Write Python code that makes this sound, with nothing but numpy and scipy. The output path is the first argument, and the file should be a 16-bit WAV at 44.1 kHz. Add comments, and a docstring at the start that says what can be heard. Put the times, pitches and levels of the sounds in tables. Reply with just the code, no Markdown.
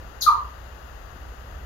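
"""A very fast falling chip, then a louder, low, pure chuck: one alarm call of a chipmunk on a chair.
Both notes are falling whistles that ring on in a small, bare room as wall echoes and reverberation.
Later a paw pats the upholstery, a short damped thump. Faint hiss, low rumble and mains hum lie beneath."""
import sys
import numpy as np
from scipy import signal
from scipy.fft import rfft, irfft, next_fast_len
from scipy.io import wavfile

SR = 44100
rng = np.random.default_rng(int(sys.argv[2]) if len(sys.argv) > 2 else 0)


def generate_wav(signal):
    """Clip the signal to [-1, 1] and save it as 16-bit WAV at the path in sys.argv[1]."""
    frames = np.transpose(np.atleast_2d(signal))
    scaled = np.clip(frames, -1, 1) * 32767
    pcm = np.round(scaled).astype(np.int16)
    wavfile.write(sys.argv[1], SR, pcm)


N = 72765
TIME_S = np.arange(N) / SR


def chipmunk():
    """The high chip scatters at once; the low chuck bounces cleanly off the walls before it blurs."""
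    # Each row: time in seconds, pitch in Hz, level in dB.
    chip_contour = [(.2075, 6910, -38), (.2108, 6337, -25.5), (.213, 5110, -23), (.215, 4730, -24),
                    (.2205, 4090, -21), (.2245, 3590, -23.5), (.230, 3055, -30.5)]
    chuck_contour = [(.2615, 1345, -42), (.265, 1320, -13.5), (.269, 1245, -8), (.275, 1200, -7.5),
                     (.282, 1177, -9.5), (.2875, 1089, -15.5), (.2945, 973, -14), (.304, 892, -38)]
    # Each entry: gain of one harmonic in dB at the note's peak, fundamental first.
    chip_harmonics_db = [0, -14.5, -3, -14]
    chuck_harmonics_db = [-1, -38.5]
    # Microphone response to the animal. Each row: frequency in Hz, left gain in dB, right gain in dB.
    mic_response = [(800, -1, 3.5), (1500, -0.5, -3.5), (2390, 2.5, 2), (2800, -16.5, -19.5),
                    (4040, 2, -4.5), (5560, -0.5, -10.5), (6680, 9.5, -1), (7180, -11, 2.5),
                    (8100, -30, -14), (9100, -18, 1.5), (9000, -7, 3), (12600, 2, -5.5), (13400, -5, -11),
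                    (14100, -1, -12), (15400, -13, -18.5)]
    chip = whistle(chip_contour, chip_harmonics_db, waver=0.012)
    chip = in_room(chip, direct_db=(-6, -6), echo_db=-15, reverb_db=5.5, gap_s=0.002, build_s=0.0013)
    chuck = whistle(chuck_contour, chuck_harmonics_db, waver=0.002)
    chuck = in_room(chuck, direct_db=(0.5, -9), echo_db=-1, reverb_db=-4, gap_s=0.018, build_s=0.056)
    left, right = chip + chuck
    return np.array([colour(left, mic_response, column=1), colour(right, mic_response, column=2)])


def whistle(contour, harmonics_db, waver, waver_s=0.00063, fade_s=0.0021, brightening=0.7):
    """One gliding note with a slightly unsteady pitch, brighter where it is louder."""
    knots_s, knots_hz, knots_db = np.transpose(contour)
    jitter = signal.lfilter([1], [1, -np.exp(-1 / (waver_s * SR))], rng.standard_normal(N))
    pitch_hz = np.interp(TIME_S, knots_s, knots_hz) * (1 + waver * jitter / np.std(jitter))
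    phase = 2 * np.pi * np.cumsum(pitch_hz) / SR
    level_db = np.interp(TIME_S, knots_s, knots_db)
    overtone_db = brightening * (level_db - knots_db.max())
    tone = sum(from_db(db + overtone_db * (k > 1)) * np.sin(k * phase) * (k * pitch_hz < SR / 2)
               for k, db in enumerate(harmonics_db, 1))
    inside_s = np.minimum(TIME_S - knots_s[0], knots_s[-1] - TIME_S)
    gate = np.clip(inside_s / fade_s + 1, 0, 1)
    return tone * gate * from_db(level_db)


def in_room(x, direct_db, echo_db, reverb_db, gap_s, build_s):
    """Direct sound (left, right), wall reflections and reverberation at two microphones."""
    # Each row: delay in seconds, left and right gain in dB relative to echo_db.
    reflections = [(0.0106, -34, 2), (0.0131, 0, 0), (0.0316, -1.5, -5), (0.0529, -4, -10),
                   (0.0609, -24, -5.5), (0.0837, -21, -16)]
    direct = from_db(direct_db)[:, None] * x
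    echoes = sum(from_db([[left_db], [right_db]]) * np.interp(TIME_S - delay_s, TIME_S, x)
                 for delay_s, left_db, right_db in reflections)
    diffuse = np.array([reverberation(x, gap_s, build_s) for _ in range(2)])
    return direct + from_db(echo_db) * echoes + from_db(reverb_db) * diffuse


def reverberation(x, gap_s, build_s):
    """Dense reflections that build up after a gap and die faster in the treble; same rms as x."""
    # Each row: frequency in Hz, time to decay by 60 dB in seconds.
    room_t60 = [(950, 0.39), (1250, 0.35), (3400, 0.32), (4100, 0.34), (5400, 0.28), (6600, 0.33),
                (12000, 0.23)]
    edges_hz = np.geomspace(500, 18000, 15)
    hz = np.fft.rfftfreq(N, 1 / SR)
    white = rfft(rng.standard_normal(N))
    tail = np.zeros(N)
    for low_hz, high_hz in zip(edges_hz, edges_hz[1:]):
        band = irfft(white * (hz >= low_hz) * (hz < high_hz), N)
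        t60_s = at_hz(room_t60, np.sqrt(low_hz * high_hz))
        tail += band * from_db(-60 * TIME_S / t60_s)
    onset = np.clip((TIME_S - gap_s) / build_s, 0, 1)
    wet = signal.fftconvolve(x, tail * onset)[:N]
    return wet * np.std(x) / np.std(wet)


def paw(start_s=1.161, level_db=-31.5, pitch_hz=250, t60_s=0.0097):
    """A soft, dead pat on the upholstery: one heavily damped sine."""
    age_s = np.maximum(TIME_S - start_s, 0)
    return -from_db(level_db - 60 * age_s / t60_s) * np.sin(2 * np.pi * pitch_hz * age_s)


def room_tone(side_db=-13, drift_scale=0.38):
    """Steady hiss, unrelated left and right, over rumble and mains hum with a slow chance waver in level."""
    # Each row: frequency in Hz, left and right density in dB per Hz.
    hiss_spectrum = [(120, -85, -81), (250, -92, -88), (554, -77.5, -80), (780, -75.5, -85.5),
                     (1055, -77.5, -88.5), (1210, -73, -87), (1894, -79, -95), (2300, -90, -99),
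                     (2830, -82.5, -98.5), (2980, -86.5, -100), (4460, -93, -105), (4820, -90, -106),
                     (5680, -98, -112), (6530, -89.5, -119), (7260, -96, -118), (8100, -115, -115),
                     (9340, -104, -109), (10480, -107, -107), (11900, -94.5, -105.5), (13100, -97.5, -108),
                     (14000, -103, -109), (16000, -103, -110)]
    # Each row: frequency in Hz, density in dB per Hz before the drift.
    rumble_spectrum = [(12, -78), (30, -66), (44, -62), (59, -60.5), (72, -61), (90, -67), (110, -75.5),
                       (160, -78.5), (250, -82.5), (500, -82.5), (1000, -90.5), (3000, -125)]
    # Each row: frequency in Hz, rms level in dB before the drift.
    hum_partials = [(60, -44.5), (120, -58.5)]
    # Each row: time in seconds, level in dB; drift_scale scales its departure from the mean.
    random_level_drift = [(0.03, -37), (0.176, -46.5), (0.458, -42.5), (0.52, -54), (0.632, -42.5),
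                          (0.786, -47.5), (1.606, -37.5), (1.62, -37.5)]
    hiss = np.array([noise(hiss_spectrum, column=1), noise(hiss_spectrum, column=2)])
    rumble_mid = noise(rumble_spectrum)
    rumble_side = from_db(side_db) * noise(rumble_spectrum) * [[1], [-1]]
    hum = sum(np.sqrt(2) * from_db(db) * np.sin(2 * np.pi * (hz * TIME_S + rng.random()))
              for hz, db in hum_partials)
    drift = np.interp(TIME_S, *np.transpose(random_level_drift))
    drift_gain = from_db(drift_scale * (drift - drift.mean()))
    return hiss + (rumble_mid + rumble_side + hum) * drift_gain


def noise(spectrum, column=1):
    """Steady noise with a tabled density in dB per Hz."""
    gain = from_db(at_hz(spectrum, np.fft.rfftfreq(N, 1 / SR), column))
    return irfft(rfft(rng.standard_normal(N)) * gain, N) * np.sqrt(SR / 2)


def colour(x, response, column):
    """Minimum-phase filter that follows a table of dB against Hz."""
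    size = 2 * next_fast_len(N)
    gain = from_db(at_hz(response, np.fft.rfftfreq(size, 1 / SR), column))
    cepstrum = irfft(np.log(gain))
    cepstrum[1:size // 2] *= 2  # fold onto positive time: causal
    cepstrum[size // 2 + 1:] = 0
    return irfft(rfft(x, size) * np.exp(rfft(cepstrum)))[:N]


def at_hz(rows, hz, column=1):
    """One table column, interpolated over log frequency."""
    table = np.array(rows)
    return np.interp(np.log(np.maximum(hz, 1)), np.log(table[:, 0]), table[:, column])


def from_db(db):
    """Decibels to gain."""
    return 10 ** (np.asarray(db) / 20)


def scene():
    """Call and pat over the room tone, in stereo."""
    return room_tone() + chipmunk() + paw()


def record(dry, cutoff_hz=15800):
    """Steep elliptic low-pass on the top treble."""
    return signal.sosfilt(signal.ellip(12, 0.1, 80, cutoff_hz, fs=SR, output="sos"), dry)


dry = scene()
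out = record(dry)
generate_wav(out)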